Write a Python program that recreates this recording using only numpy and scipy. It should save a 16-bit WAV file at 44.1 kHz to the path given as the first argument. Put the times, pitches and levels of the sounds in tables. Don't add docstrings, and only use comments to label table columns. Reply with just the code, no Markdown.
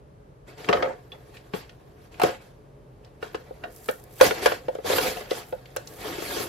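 import sys
import numpy as np
from scipy import signal
from scipy.fft import rfft, irfft
from scipy.io import wavfile
from scipy.ndimage import uniform_filter1d

SR = 44100
rng = np.random.default_rng(int(sys.argv[2]) if len(sys.argv) > 2 else 0)


def natural_amplitude(level_db):
    exponent = np.asarray(level_db, float) / 20
    return 10 ** exponent


def unload_wav(signal):
    wavfile.write(
        sys.argv[1],
        SR,
        np.round(np.clip(np.atleast_2d(signal).T, -1, 1) * 32767).astype(np.int16),
    )


N = 285768


def shape(table):
    hz, db = np.transpose(table)
    bins_hz = np.fft.rfftfreq(N, 1 / SR)
    return natural_amplitude(np.interp(np.log(bins_hz + 1), np.log(hz + 1), db))


def colour(x, table):
    return irfft(rfft(x) * shape(table), N)


def unit(x):
    return x / np.sqrt(np.mean(x ** 2))


def band(x, lo_hz, hi_hz):
    sos = signal.butter(2, [lo_hz, min(hi_hz, .45 * SR)], "bandpass", fs=SR, output="sos")
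    return signal.sosfilt(sos, x)


def fade(t60, size):
    return np.exp(-np.log(1000) * np.arange(size) / SR / t60)


def add(out, s, x):
    i = int(s * SR)
    out[i:i + len(x)] += x[:N - i]


def walk(rate):
    k = int(SR / rate)
    steps = np.repeat(rng.standard_normal(N // k + 1), k)
    return unit(uniform_filter1d(steps, k)[:N])


def grains(per_s, spread_db):
    hit, sign, size = rng.random((3, N))
    return unit((hit < per_s / SR) * np.sign(sign - .5) * natural_amplitude(-spread_db * np.log(size + 1e-4)))


# (frequency [Hz], level [dB per Hz])
HUM_SPECTRUM = [(21, -84), (36, -7), (90, -15), (128, -3), (161, -11.5), (218, -16.5), (319, -15.5),
                (587, -17), (719, -27.5), (859, -25.5), (1290, -33), (8000, -53), (12000, -52.5),
                (15500, -70)]
HUM_DB = -50.5
# (frequency [Hz], side minus mid [dB])
SIDE_LEVEL = [(60, -12), (330, -11), (600, 1), (1300, 1.5), (3000, -6), (6000, -0.5), (9500, 2),
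              (11500, -9.5), (16000, -26)]


def hum():
    mid, side = rng.standard_normal((2, N))
    flicker_bands = [(90, 3.5), (125, -5.0), (170, -7), (330, -43), (420, 9.0), (600, -85)]
    flicker = colour(rng.standard_normal(N), flicker_bands) * natural_amplitude(walk(27))
    mid = colour(mid * natural_amplitude(walk(1.66)) + flicker, HUM_SPECTRUM)
    side = colour(colour(side, HUM_SPECTRUM), SIDE_LEVEL)
    return natural_amplitude(HUM_DB) / np.sqrt(np.mean(mid ** 2)) * np.array([mid + side, mid - side])


def room(x):
    size, t60_s, level_db, dull_hz = 16384, 0.18, -14.5, 6400
    noise = rng.standard_normal((2, size))
    lows = band(noise, 140, dull_hz) * fade(t60_s, size)
    highs = band(noise, dull_hz, 24000) * fade(0.051 * t60_s, size)
    tail = (lows + highs) * np.minimum(np.arange(size) / SR / 0.0055, 1)
    tail = tail / np.sqrt(np.sum(tail ** 2) / 2)
    mid, side = natural_amplitude(level_db) * signal.fftconvolve(x[None], tail, axes=1)[:, :N]
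    side = colour(side, SIDE_LEVEL)
    return np.array([mid + side, mid - side])


# (frequency [Hz], left minus right [dB])
NEAR_LEAN = [(60, -2), (200, 8), (380, -1.5), (700, 9), (1300, 0.5), (5000, -4), (12000, -1)]


def ports(x):
    scatter = rng.standard_normal(2048) * fade(0.011, size=2048)
    scatter = scatter * np.minimum(np.arange(2048) / SR / 0.008, 1)
    scattered = signal.fftconvolve(x, scatter / np.sqrt(np.sum(scatter ** 2)))[:N]
    side = colour(scattered, SIDE_LEVEL)
    lean = np.sqrt(shape(NEAR_LEAN))
    tilt = irfft(rfft(x) * (lean - 1 / lean) / (lean + 1 / lean), N)
    return np.array([x + tilt + side, x - tilt - side])


# (time [s], peak level [dB], starting pitch [Hz], length [s])
SCUFF = [(1.1188, -33, 3450, .013)]


def squeak():
    out = np.zeros(N)
    s, db, hz, length = SCUFF[0]
    t = np.arange(2048) / SR
    tone = np.sin(2 * np.pi * hz * t * (1 - 0.98 * t)) * np.exp(-(t / length) ** 4)
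    rasp = unit(band(rng.standard_normal(2048), hz / 1.4, hz * 1.12)) * fade(0.062, size=2048)
    scuff = tone + 0.51 * rasp
    add(out, s, natural_amplitude(db) * scuff / np.abs(scuff).max())
    return out


# (time [s], peak level [dB], pitch [Hz])
SHORT_TICKS = [(0.644, -31, 2340), (1.369, -37.5, 2440), (1.694, -39.5, 2670), (2.142, -42, 2060),
               (2.198, -32, 9100), (2.217, -26, 8850), (2.234, -19, 8650), (3.047, -47, 3430),
               (3.354, -37.5, 4300), (3.762, -35, 9500), (3.783, -51, 11500), (3.882, -31, 12000),
               (3.894, -36, 11500), (3.912, -25, 11500), (4.039, -37, 11000), (4.079, -53, 12500),
               (4.1655, -38, 12700), (4.75, -43, 6200), (5.309, -23.5, 3020), (5.656, -38, 2700),
               (5.764, -22, 11000), (5.769, -22, 5150), (5.873, -31.5, 4400)]


def ticks():
    out = np.zeros(N)
    cycles = 100
    for s, db, hz in SHORT_TICKS:
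        burst = band(rng.standard_normal(1024), hz / 1.57, hz * 1.5) * fade(cycles / hz, size=1024)
        add(out, s, burst * natural_amplitude(db) / np.abs(burst).max())
    return out


def move(start, hold, db, change_db, rise_db, fall_db):
    t = np.arange(N) / SR - start
    drift = change_db * np.clip(t / hold, 0, 1)
    slopes = rise_db * np.minimum(t, 0) - fall_db * np.maximum(t - hold, 0)
    return natural_amplitude(db + drift + slopes) ** 2


# (time [s], crinkle level [dB])
FIDGETING = [(0.55, -76), (1.3, -65.5), (2.0, -72.5), (2.5, -71.5), (2.75, -86), (3.15, -75.5), (3.4, -65),
             (4.1, -67), (4.6, -61), (5.6, -64.5), (6.48, -49)]
FIDGET_BOWL_DB, FIDGET_FIZZ_DB = 9, -3
# (start [s], hold [s], crinkle level [dB], shaken bowl level [dB])
WALL_SLIDES = [(0.48, 0.021, -54, -49.5), (0.581, 0.092, -49.5, -47), (0.694, 0.01, -41, -25),
               (0.731, 0.041, -44.5, -28), (0.797, 0.096, -51, -32.5), (1.124, 0.0078, -68, -51),
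               (1.344, 0.0099, -55, -59), (1.544, 0.027, -42, -42), (2.017, 0.04, -65, -82),
               (2.122, 0.083, -58, -54), (2.222, 0.049, -35, -28.5), (2.416, 0.056, -63, -82),
               (3.047, 0.02, -68, -61), (3.221, 0.049, -51.5, -49.5), (3.333, 0.038, -59.5, -51),
               (3.636, 0.022, -65, -43)]
SLIDE_RISE_DB_PER_S, SLIDE_FALL_DB_PER_S = 906, 181
SLIDE_FIZZ_DB = -8
PRESS_DULLS = 0.29
# (start [s], hold [s], crinkle level [dB], change over the hold [dB],
# glue fizz relative to crinkle [dB])
LID_PULLS = [(4.229, 0.038, -28, 1, -2), (4.344, 0.051, -43, 5, -10), (4.427, 0.1, -32.5, -5.5, -6.5),
             (4.865, 0.11, -37, 6.5, -0.5), (5.012, 0.1, -30.5, -5, -1.5), (5.165, 0.092, -40.5, -9, -6),
             (5.31, 0.078, -42.5, 0.5, -1.5), (6.003, 0.19, -43.5, 1, -5), (6.211, 0.22, -42.5, 4, 1)]
PEEL_RISE_DB_PER_S, PEEL_FALL_DB_PER_S = 546, 216
PEEL_BOWL_DB = 1.5
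# (start [s], hold [s], rustle level [dB])
EDGE_PICKS = [(3.729, 0.08, -56), (3.84, 0.089, -51.5), (3.96, 0.026, -58), (4.126, 0.06, -57),
              (4.201, 0.011, -44), (5.467, 0.049, -60), (5.78, 0.012, -64), (5.89, 0.19, -53.5)]
PICK_RISE_DB_PER_S, PICK_FALL_DB_PER_S = 342, 171
BOWL_QUICK, FIZZ_QUICK = 1.37, 1.33


def hands(t):
    s, db = np.transpose(FIDGETING)
    fidget_db = np.interp(t, s, db, left=-120)
    power = natural_amplitude(fidget_db + np.array([[FIDGET_BOWL_DB], [0], [FIDGET_FIZZ_DB]])) ** 2
    quick = np.array([[BOWL_QUICK], [1], [FIZZ_QUICK]])
    for s, hold, db, bowl_db in WALL_SLIDES:
        fizz_db = db + SLIDE_FIZZ_DB - PRESS_DULLS * (bowl_db - db)
        levels = np.array([[bowl_db], [db], [fizz_db]])
        power = power + move(s, hold, levels, 0, quick * SLIDE_RISE_DB_PER_S, quick * SLIDE_FALL_DB_PER_S)
    for s, hold, db, change_db, fizz_db in LID_PULLS:
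        levels = db + np.array([[PEEL_BOWL_DB], [0], [fizz_db]])
        power = power + move(s, hold, levels, change_db,
                             quick * PEEL_RISE_DB_PER_S, quick * PEEL_FALL_DB_PER_S)
    picking = sum(move(s, hold, db, 0, PICK_RISE_DB_PER_S, PICK_FALL_DB_PER_S)
                  for s, hold, db in EDGE_PICKS)
    return np.sqrt(np.vstack([power, picking]))


def patches(lo_hz, count, per_s, pull):
    flare_per_s, flare_db = 55, 3.
    out = np.zeros(N)
    for hz in lo_hz * 2 ** (np.arange(count) / 6):
        flare = natural_amplitude(pull + flare_db * walk(flare_per_s))
        out += flare * band(grains(per_s, 1.86), hz / 1.06, hz * 1.06)
    return out


# (multiple of its pitch [ratio], level [dB], share of its ring time [ratio])
BOWL_MODES = [(0.814, 2.5, 0.36), (0.998, 6, 0.65), (1.141, -5, 0.96), (1.36, -3.5, 0.51),
              (1.699, -10.5, 0.82), (2.1, -7, 0.19), (2.7, -13.5, 0.34), (3.0, -19, 0.54), (3.7, -11, 0.22)]


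def bowl(hz, ring_s, sign):
    t = np.arange(8192) / SR
    return sum(p * natural_amplitude(db) * np.sin(2 * np.pi * k * hz * t) * fade(ring_s * share, size=8192)
               for (k, db, share), p in zip(BOWL_MODES, sign))


# (time [s], pitch [Hz])
RUBBED_PITCH = [(0.75, 452), (0.82, 500), (2.3, 449), (4.2, 508), (5.0, 484), (5.9, 520), (6.12, 403.5)]
RUB_RING_S = 0.029
RUB_WANDER, RUB_WANDER_PER_S = .09, 30
RUB_TILT_DB = 0.92


def shaken_bowl(t, pull):
    slips = natural_amplitude(1.85 * pull) * grains(1400, 1.16)
    shaken = natural_amplitude(-8.5) * unit(band(slips, 79, 292))
    times, pitches = np.transpose(RUBBED_PITCH)
    pitch = np.interp(t, times, pitches) * (1 + RUB_WANDER * walk(RUB_WANDER_PER_S))
    modes = np.arange(len(BOWL_MODES))
    weights = (-1) ** modes * natural_amplitude(RUB_TILT_DB * modes)
    ladder = np.geomspace(340, 640, 10)
    for k, hz in enumerate(ladder):
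        ring = bowl(hz, RUB_RING_S, weights)
        share = np.sqrt(np.interp(pitch, ladder, np.arange(len(ladder)) == k))
        shaken += signal.fftconvolve(slips * share, ring / np.sqrt(np.sum(ring ** 2)))[:N]
    return shaken


# (frequency [Hz], gain [dB])
GLUE_COLOUR = [(3530, -3.5), (6610, -9.5), (8230, -12), (12400, -6), (13900, -11.5), (15800, -21)]


def glue_fizz(pull):
    tearing = patches(3340, count=14, per_s=3200, pull=0.5 * pull) + 0.26 * grains(2500, 1.0)
    threads = colour(grains(160, 1.5), GLUE_COLOUR)
    return unit(colour(tearing, GLUE_COLOUR)) + .4 * unit(threads)


# (frequency [Hz], gain [dB])
FOIL_COLOUR = [(5000, -7), (11000, -1), (12200, -1.5), (13000, 5), (13800, -1), (15800, -10.5)]


def picked_edge():
    snaps = uniform_filter1d(np.abs(grains(90, 0.77)), size=60)
    return colour((1 + natural_amplitude(-5) * unit(snaps)) * rng.standard_normal(N), FOIL_COLOUR)


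# (frequency [Hz], gain [dB])
PAPER_COLOUR = [(530, 22.5), (900, 8), (1490, 7), (2570, 7.5), (9000, -9), (11700, -24), (19800, -120)]


def rubbing():
    t = np.arange(N) / SR
    pull = walk(50)
    creases = patches(746.0, count=22, per_s=1700, pull=1.5 * pull) + 0.24 * grains(1100, 2.9)
    crinkle = colour(creases, PAPER_COLOUR)
    layers = (unit(shaken_bowl(t, pull)), unit(crinkle), unit(glue_fizz(pull)), unit(picked_edge()))
    return sum(layer * gain for layer, gain in zip(layers, hands(t)))


# (time [s], level before the envelope [dB], pitch [Hz])
TABLE_THUDS = [(0.691, -13.5, 195), (1.536, -17.5, 187), (2.236, -17, 160), (3.348, -50, 232),
               (3.889, -24, 252)]


def thuds():
    out = np.zeros(N)
    t = np.arange(8192) / SR
    for s, db, hz in TABLE_THUDS:
        swell = np.minimum(t / 0.0058, 1)
        add(out, s, natural_amplitude(db) * np.sin(2 * np.pi * hz * t) * swell * fade(0.04, size=8192))
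    return out


# (time [s], peak level of the ring [dB], bowl pitch [Hz],
# bowl ring time [s], gain of the paper crack [dB])
BLOWS = [(0.688, -9.5, 411.4, 0.17, -21.5), (0.7281, -17, 569, 0.077, -18.5),
         (0.747, -18.5, 445, 0.036, -39), (0.77, -45, 443, 0.03, -31), (0.825, -19, 526, 0.14, -23.5),
         (1.5366, -23.5, 399, 0.11, -32.5), (2.198, -19, 745, 0.016, -31.5),
         (2.2171, -12.5, 730, 0.01, -25.5), (2.235, -7.5, 441, 0.03, -22), (2.247, -17, 580, 0.04, -43),
         (2.292, -22.5, 453, 0.017, -44), (3.2267, -25, 482, 0.041, -34.5), (3.346, -22.5, 442, 0.019, -33),
         (3.508, -29, 470, 0.027, -77), (3.638, -31, 624, 0.032, -34.5), (3.887, -16.5, 505, 0.054, -25.5),
         (4.201, -28, 600, 0.054, -32.5), (4.211, 1, 496.4, 0.039, -12.5), (4.309, -17.5, 456, 0.1, -25),
         (4.459, -8, 499, 0.042, -14), (4.519, -17, 494, 0.034, -29), (4.683, -18, 511, 0.043, -40),
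         (4.752, -23, 470, 0.016, -44), (4.786, -26.5, 450, 0.033, -54), (4.844, -26, 488, 0.16, -50),
         (4.898, -16.5, 523, 0.031, -31.5), (4.931, -15.5, 498, 0.043, -36), (4.983, -18, 480, 0.05, -21),
         (5.314, -14.5, 424, 0.025, -35.5), (5.525, -23.5, 505.5, 0.063, -44.5),
         (5.763, -23, 504, 0.036, -32.5), (6.185, -24.5, 353, 0.022, -58), (6.222, -25.5, 400, 0.026, -40),
         (6.366, -26.5, 435, 0.064, -36), (6.398, -27, 410, 0.082, -50)]
# (multiple of the crack pitch [ratio], level [dB], time to lose 60 dB [s])
WALL_MODES = [(0.622, -3, 0.047), (0.949, 2.5, 0.026), (1.22, -2, 0.032), (1.599, -4, 0.032),
              (2.05, -2.5, 0.02)]
WALL_SCATTER = .08
LID_WORK_S = 3
CRACK_HZ, BARE_CRACK_HZ = 1495, 1317


def knocks():
    out = np.zeros(N)
    t = np.arange(8192) / SR
    for s, db, hz, ring_s, crack_db in BLOWS:
        noise = rng.standard_normal((2, 8192))
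        bare = s < LID_WORK_S
        crack_hz = BARE_CRACK_HZ if bare else CRACK_HZ
        ring = bowl(hz, max(ring_s, .01), np.sign(noise[1]))
        ring = ring * (1 - np.exp(-t / 0.0031)) ** 2
        crack = natural_amplitude(-1.5) * unit(band(band(noise[0], 450, 4800), 450, 4800))
        crack = crack * np.minimum(t / 0.000083, 1) * fade(0.048, size=8192)
        for (k, wall_db, t60), c in zip(WALL_MODES, noise[1, 100:]):
            mode_hz = k * crack_hz * (1 + WALL_SCATTER * c)
            crack += natural_amplitude(wall_db) * np.sin(2 * np.pi * mode_hz * t) * fade(t60, size=8192)
        crack = band(crack, 250, 6000 * natural_amplitude(0.12 * db))
        edge_db = -8.0 + 0.61 * db - (12.0 if bare else 0)
        crack += natural_amplitude(edge_db) * unit(band(noise[0], 3800, 14000)) * fade(0.052, size=8192)
        lasting = unit(band(noise[1], crack_hz / 1.06, crack_hz * 1.06))
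        crack += natural_amplitude(-11.0) * lasting * fade(0.15, size=8192)
        add(out, s, ring * natural_amplitude(db) / np.abs(ring).max() + natural_amplitude(crack_db) * crack)
    return out


def scene():
    blows = knocks() + thuds() + ticks() + squeak()
    rub = rubbing()
    return ports(blows) + ports(rub) + room(blows + rub) + hum()


def roll_off(x):
    return signal.sosfilt(signal.butter(12, 15950, fs=SR, output="sos"), x)


def record(dry):
    bass_cut = signal.butter(3, 42, "highpass", fs=SR, output="sos")
    ceiling = .95
    mix = ceiling * np.tanh(signal.sosfilt(bass_cut, dry) / ceiling)
    return roll_off(mix)


dry = scene()
out = record(dry)
unload_wav(out)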